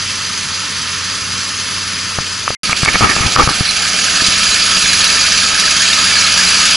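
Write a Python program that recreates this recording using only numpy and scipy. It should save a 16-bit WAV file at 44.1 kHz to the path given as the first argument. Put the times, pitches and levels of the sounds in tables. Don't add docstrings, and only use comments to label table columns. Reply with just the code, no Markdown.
import sys
import numpy as np
from scipy import signal
from scipy.io import wavfile
from scipy.ndimage import uniform_filter1d

SR = 44100
rng = np.random.default_rng(int(sys.argv[2]) if len(sys.argv) > 2 else 0)


def to_linear_factor(level_db):
    exponent = np.asarray(level_db, float) / 20
    return 10 ** exponent


def put_to_file(sound):
    columns = np.atleast_2d(sound).T
    safe = np.clip(columns, -1, 1)
    whole_steps = np.round(safe * 32767)
    wavfile.write(sys.argv[1], SR, whole_steps.astype(np.int16))


N = 298099
BREAK_START, BREAK_END = 2.5495, 2.633


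def evened(x):
    return x / np.sqrt(np.mean(x ** 2) + 1e-20)


def read(points, hz):
    f, value = np.transpose(points)
    return np.interp(np.log(hz + 1), np.log(f + 1), value)


def track(rows, t):
    s, *columns = np.transpose(rows)
    return [np.interp(t, s, c) for c in columns]


def add(mix, s, sound):
    part = mix[..., round(s * SR):][..., :sound.shape[-1]]
    part += sound[..., :part.shape[-1]]


def drift(size):
    return evened(uniform_filter1d(uniform_filter1d(rng.standard_normal(N), size), size))


def resonate(x, hz, width):
    r = np.exp(-np.pi * width / SR)
    return 2 * signal.lfilter([1 - r], [1, -r * np.exp(2j * np.pi * hz / SR)], x).real


def ring(x, hz, width):
    return evened(resonate(resonate(x, hz, width), hz, width))


def decaying(hz, width, u):
    return np.sin(2 * np.pi * hz * u) * np.exp(-np.pi * width * u)


def swing(hz, u, damp=1.45):
    return np.sin(2 * np.pi * hz * u) * np.exp(-(u * hz * damp) ** 2)


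# t/s, roar level/dB
ROAR_LEVEL = [(0, -19.5), (.5, -20), (1.0, -20), (1.9, -20), (2.55, -22), (2.63, -17), (2.9, -17),
              (3.4, -16), (3.65, -17), (4.0, -14.5), (4.47, -13), (4.6, -13.5), (5.06, -12), (5.53, -13.5),
              (6.1, -12), (6.76, -11.5)]


def load(t):
    level_db = track(ROAR_LEVEL, t)[0]
    near = t > BREAK_START
    return level_db, near, level_db - np.where(near, -15, -19)


# multiple of engine speed, far level/dB, near level/dB
FIRING_ORDERS = [(.75, -77, -46.5), (1, -37.5, -39.5), (2, -42.5, -39), (2.25, -52.5, -58), (3, -52, -45.5),
                 (4.07, -54.5, -56.5), (4.66, -55.5, -56.5)]


def engine():
    t = np.arange(N) / SR
    _, near, surplus_db = load(t)
    turns = np.cumsum(93.5 + 0.344 * drift(6000)) / SR
    waver_db = np.where(near, 1.6, 1.1)
    hum = np.zeros(N)
    for order, far_db, near_db in FIRING_ORDERS:
        level_db = np.where(near, near_db, far_db) + 0.6 * surplus_db + waver_db * drift(3000)
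        phase = 2 * np.pi * (order * turns + rng.random())
        hum += np.sqrt(2) * to_linear_factor(level_db) * np.sin(phase)
    return hum


WHINE_PITCHES = [652, 770, 2608, 4875, 6695, 7769, 8647]
# width/Hz, level against the roar/dB
WHINE_LINES = [(10, -31.5), (8, -40), (20, -18), (35, -11.5), (40, -14), (20, -27), (20, -42)]


def whines():
    t = np.arange(N) / SR
    lines = np.zeros(N)
    for hz, (width, db) in zip(WHINE_PITCHES, WHINE_LINES):
        line = evened(resonate(rng.standard_normal(N), hz, width))
        lines += to_linear_factor(db + 2.7 * drift(900)) * line
    fade_in = np.clip((t - 3.6) / 0.5, 0, 1)
    return lines * to_linear_factor(load(t)[0]) * fade_in


# t/s, peak level/dB, f/Hz, length/s
LINK_SQUEAKS = [(3.659, -13, 3980, 0.016), (3.686, -7, 4330, 0.011), (3.692, -10, 4050, 0.019),
                (4.238, -9, 3960, 0.019), (4.514, -11, 4000, 0.017), (4.527, -12, 4050, 0.014),
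                (4.837, -13, 4200, 0.015), (4.8894, -10, 4100, 0.016), (5.0035, -10, 3940, 0.014),
                (5.064, -7.5, 3960, 0.015), (5.927, -6, 3690, 0.012), (6.043, -19, 3490, 0.0081),
                (6.159, -10, 4410, 0.017), (6.18, -7, 4300, 0.017), (6.241, -8.5, 4120, 0.012),
                (6.47, -8, 4120, 0.011)]


def squeaks():
    out = np.zeros(N)
    for s, db, hz, length in LINK_SQUEAKS:
        u = np.arange(0, max(length, 0.004), 1 / SR)
        add(out, s, to_linear_factor(db) * np.hanning(len(u)) * np.sin(2 * np.pi * hz * u))
    return out


# t/s, peak level/dB, f/Hz
SIEVE_RATTLE = [(3.833, -11, 1640), (3.9887, -11, 1704), (4.083, -6, 1590), (4.2026, -5, 1710),
                (4.3352, -9, 1638), (4.464, -8, 1670), (4.567, -8, 1810), (4.7155, -13, 1800),
                (4.8579, -9, 1720), (4.932, -5, 1680), (5.0755, -9, 1780), (5.17, -7, 1770),
                (5.2737, -15, 1770), (5.4246, -7, 1620), (5.5506, -5, 1666), (5.6365, -8, 1770),
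                (5.6785, -4.5, 1650), (5.748, -18, 1730), (5.8075, -6, 1630), (5.9022, -8, 1777),
                (5.9782, -11, 1800), (6.061, -13, 1690), (6.1109, -6, 1770), (6.1668, -3, 1700),
                (6.277, -12, 1690), (6.3913, -3, 1670), (6.514, -7, 1742)]


def rattle():
    out, u = np.zeros(N), np.arange(900) / SR
    envelope = np.minimum(u / 0.0019, 1) * np.exp(-u / 0.004)
    for s, db, hz in SIEVE_RATTLE:
        add(out, s, to_linear_factor(db + 0.3) * envelope * np.sin(2 * np.pi * hz * u))
    return out


# start t/s, length/s, rumble level/dB, shell scrape level/dB,
# lid scrape level/dB, each at the firmest press
FINGER_RUBS = [(2.697, 0.039, -24, -14.5, -25), (2.869, 0.037, -16, -17, -12), (2.936, .035, -16, -20, -11),
               (3.004, 0.077, -8.5, -6, -13), (3.06, .085, -20, -16.5, -12), (3.159, .05, -20, -27, -34),
               (3.206, 0.053, -20.5, -14.5, -17.5), (3.244, 0.049, -17, -22, -26),
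               (3.369, .06, -7.5, -2.5, -12.5), (3.411, 0.041, -16, -20, -18),
               (3.459, 0.067, -17.5, -18, -26)]


def rubs():
    out = np.zeros((2, N))
    slips_per_s = 1500
    for start, length, rumble_db, shell_db, lid_db in FINGER_RUBS:
        t = np.arange(0, length, 1 / SR)
        press = to_linear_factor(np.interp(t / length, [0, 0.47, 1], [-12.5, 0, -12.5]))
        happens = rng.random((3, len(t))) < slips_per_s / SR
        clicks = happens * rng.standard_normal((3, len(t)))
        slips = clicks[:2] * 0.89 + clicks[2]

        rumble = ring(slips, 237, 330) + 0.93 * ring(slips, 816, 260)
        rumble = evened(rumble + 0.55 * ring(slips.mean(0), 117, 130))
        sound = to_linear_factor(rumble_db - 1) * rumble * to_linear_factor([[2.2], [-2.2]])
        sound += to_linear_factor(shell_db - 1) * ring(slips, 1222, 177)
        lid = ring(slips, 2180, 250) + 1.26 * ring(slips, 1790, 320)
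        sound += to_linear_factor(lid_db - 3.5) * lid * to_linear_factor([[-1.5], [1.5]])
        add(out, start, sound * press * signal.windows.tukey(len(t), 0.1))
    return out


# t/s, shell ring level/dB, thump level/dB, lid ring level/dB, tick level/dB
HOUSING_KNOCKS = [(2.1874, -3, -18.5, -26, -11.5), (2.4782, 3.5, -33, -19, -24),
                  (2.5056, -6, -27, -23, -10), (2.6947, -3, -20.5, -28, -37), (2.7289, -2, -26, -1.5, -22),
                  (2.8325, -3, -11, -22, -28), (2.859, -1, -31, -5, -28), (2.878, -3, -22, -7, -24),
                  (2.8858, -16, -32, 0.5, -21), (2.9569, 1.5, -24, -8, -11), (3.0099, -2, -16, -13, -8),
                  (3.165, -2, -23, -30, -17), (3.1846, -12, -29, -21, -26), (3.1961, -8, -31, -29, -28),
                  (3.362, 9.5, -18, -17, -27), (3.475, 3.5, -11.5, -23, -18), (3.491, -1, -32, -26, -20),
                  (3.6093, -10, -11, -30, -25)]
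# t/s, level/dB, swing f/Hz
GRIP_TUGS = [(3.207, -7, 111), (3.248, -9, 92), (3.261, -6.5, 80.5), (3.433, -9, 49.7), (3.508, -17, 90),
             (2.182, -23, 110), (2.205, -17, 120), (4.221, -10, 260), (4.285, -12, 200), (4.841, -17, 200),
             (4.49, -23, 74.5), (4.77, -22, 120)]


def knocks():
    low, high, u = np.zeros(N), np.zeros(N), np.arange(1600) / SR
    shell = decaying(1252, 220, u) + to_linear_factor(-8.5) * decaying(1570, 297, u)
    shell *= np.minimum(u / 0.00036, 1)
    lid = decaying(2255, 157, u) * np.minimum(u / 0.00076, 1)
    thump = swing(143, u, damp=1.2) + 0.5 * swing(270, u)
    tick = swing(540, u, damp=1.36)
    for s, shell_db, thump_db, lid_db, tick_db in HOUSING_KNOCKS:
        add(low, s - 0.001, to_linear_factor(thump_db + 6.5) * thump + to_linear_factor(tick_db + 3) * tick)
        add(high, s + 0.00038, -to_linear_factor(shell_db) * shell - to_linear_factor(lid_db + 5.5) * lid)
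    for s, db, hz in GRIP_TUGS:
        add(low, s, -to_linear_factor(db) * swing(hz, u))
    snap = evened(resonate(rng.standard_normal(900), 4600, 5000)) * np.exp(-u[:900] / 0.0033)
    add(high, 2.849, to_linear_factor(-5) * snap)
    return low * to_linear_factor([[2.5], [-2.5]]) + high * to_linear_factor([[0.3], [-0.3]])


# f/Hz, level per Hz/dB
FAR_COLOUR = [(15, -55), (25, -27), (64, -24), (75, -9), (96, -2), (120, -4.5), (192, -5), (286, -6.5),
              (340, -20), (375, -11.5), (716, -12.5), (1330, -8.5), (3690, -12), (4740, -8.5),
              (9500, -24.5), (12400, -55), (20900, -120)]
# f/Hz, level per Hz/dB
NEAR_COLOUR = [(15, -49), (25, 3), (96, -34), (120, -21), (187, -6.5), (308, -18), (753, -12), (1010, -14),
               (1270, -8.5), (1750, -9), (1980, -10.5), (2300, -4), (3790, -7.5), (4740, -3.5),
               (9500, -20.5), (12400, -51), (20900, -120)]
# f/Hz, width/Hz, far lift/dB, near lift/dB
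PANEL_MODES = [(1279, 65, 5.5, 8), (1700, 380, -0.5, 4.5), (1826, 41, 8, 2.5), (2653, 44, 6, 2),
               (3120, 61, 7, 2), (3450, 140, 2, 1), (4590, 260, 2.5, 3), (4950, 230, 4, 1),
               (6210, 460, 7, 4), (6730, 156, 3.5, 4.5), (1926, 80, -5, -4)]
# t/s, f/Hz, depth/dB
GROUND_ECHO = [(0, 745, 11.5), (2.55, 754, 12), (3.6, 1020, 3.5), (4.3, 830, 10.5), (5, 760, 7.5),
               (6.76, 755, 8)]
# f/Hz, correlation/1
PORT_LIKENESS = [(60, 0.8), (110, 0.87), (190, 0.86), (340, 0.87), (620, 0.6), (1110, 0.98), (1980, 0.96),
                 (3550, 0.91), (6360, 1), (11400, 0.79)]
# f/Hz, left minus right level/dB
PORT_BALANCE = [(60, 4), (130, 2), (270, 3.5), (570, 2), (1200, 1), (2540, -1.5), (5380, 0), (11400, -4)]
# f/Hz, left lead/rad
PORT_PHASE = [(0, 0.04), (1720, 0.11), (2330, -0.79), (2580, 0.19), (3190, -0.22), (3880, 0.2),
              (4220, -0.0), (5940, -0.46), (7410, -0.5), (11500, 0.25)]


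def roar():
    frames, hz = N // 128 + 5, np.fft.rfftfreq(1024, 1 / SR)[:, None]
    t = np.arange(frames) * 128 / SR
    level_db, near, surplus_db = load(t)

    colour = np.where(near, read(NEAR_COLOUR, hz), read(FAR_COLOUR, hz))
    top_hz = 9710
    top_db = np.where(near, -12, -16.5) - 3.5 * (hz - top_hz) / 1000
    colour = np.where(hz > top_hz, top_db, colour)
    for f, width, far_db, near_db in PANEL_MODES:
        colour = colour + np.where(near, near_db, far_db) / (1 + (2 * (hz - f) / width) ** 2)
    notch_hz, notch_db = track(GROUND_ECHO, t)
    colour -= notch_db / (1 + ((hz - notch_hz) / 70) ** 2)
    band = (hz[:, 0] > 3000) & (hz[:, 0] < 9000)
    colour -= 10 * np.log10((to_linear_factor(colour[band]) ** 2).sum(0))

    bass_db = np.where(near, -15.5, -27) + 0.37 * surplus_db
    grip_db = 4 * ((t > 2.86) & (t < 3.45))
    colour += (bass_db - level_db + grip_db) / (1 + (hz / 900) ** 4)

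    a, b, c, d, patches = rng.standard_normal((frames, 513, 5)).T
    patches = uniform_filter1d(patches, size=14, axis=0)
    patches = evened(uniform_filter1d(patches, size=16, axis=1))
    patch_db = (np.where(near, 1.2, 0.8) + 1.03 * (hz > 6400)) * patches
    same = np.clip(read(PORT_LIKENESS, hz), -1, 1)
    left = a + 1j * b
    right = same * left * np.exp(-1j * read(PORT_PHASE, hz)) + np.sqrt(1 - same ** 2) * (c + 1j * d)
    lean = to_linear_factor(read(PORT_BALANCE, hz) / 2)
    z = np.array([left * lean, right / lean]) * to_linear_factor(colour + level_db + patch_db)
    return to_linear_factor(4) * signal.istft(z, nperseg=1024, noverlap=896)[1][:, :N]


# t/s, depth/dB, recovery/s
TREBLE_DUCKS = [
    (2.73, 6.5, 0.049),
    (2.86, 5, 0.051),
    (3.363, 12, 0.025),
    (3.476, 10, 0.018),
]


def duck(t):
    fall = 0.0023
    total_db = 0
    for s, db, back in TREBLE_DUCKS:
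        recovery = 1 - (t - s - fall) / back
        total_db = total_db - db * np.clip(np.minimum((t - s) / fall, recovery), 0, 1)
    return total_db


# t/s, left minus right level/dB
BEARING = [
    [(0.0, -1.5), (1.19, -2), (2.52, 0), (2.55, 0)],
    [(2.63, -3), (3.15, -3.5), (3.4, -3.5), (3.72, -3.5), (6.19, -2.5), (6.76, -1)],
]


def knife(x):
    t = np.arange(N) / SR
    depth_db = np.where(load(t)[1], 4, 2)
    stroke = (t - 5.876) * 18
    force = rng.uniform(0.53, 1.65, 200)[np.floor(stroke).astype(int)]
    beat_db = depth_db * (force * np.exp(-(stroke % 1) / 0.2) - 0.2)
    lift_db = beat_db + 0.45 * drift(200) + duck(t)
    bass = signal.sosfiltfilt(signal.butter(2, 1900, fs=SR, output="sos"), x)
    lean = to_linear_factor((track(np.vstack(BEARING), t)[0] + 1.27) / 2)
    return bass + (x - bass) * to_linear_factor(lift_db) * [lean, 1 / lean]


def scene():
    drives = whines() + squeaks() + rattle()
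    machine = engine() * to_linear_factor([[0.8], [-0.8]]) + drives * to_linear_factor([[-0.7], [0.7]]) + knife(roar())
    return machine + rubs() + knocks()


def low_pass(x):
    return signal.sosfilt(signal.butter(12, 16000, fs=SR, output="sos"), x)


def record(dry):
    over = np.maximum(np.abs(dry) - 0.75, 0)
    x = dry - np.sign(dry) * (over - 0.39 * np.tanh(over / 0.43))
    lowpass = signal.firwin(1023, 11080, window=("kaiser", 10), fs=SR)
    x = signal.oaconvolve(x, lowpass[None], "same")

    t = np.arange(N) / SR
    since = t - BREAK_START
    tail = np.cos(np.pi / 2 * np.clip(since / 0.02, 0, 1)) * (since > 0)
    silent = (since > 0) & (t < BREAK_END)
    x = x * np.where(silent, tail * to_linear_factor(-51 - 1500 * np.abs(since)), 1)
    x += tail * to_linear_factor(-34) * np.sin(2 * np.pi * 2120 * t)
    return low_pass(np.clip(x, -1, 1))


dry = scene()
out = record(dry)
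put_to_file(out)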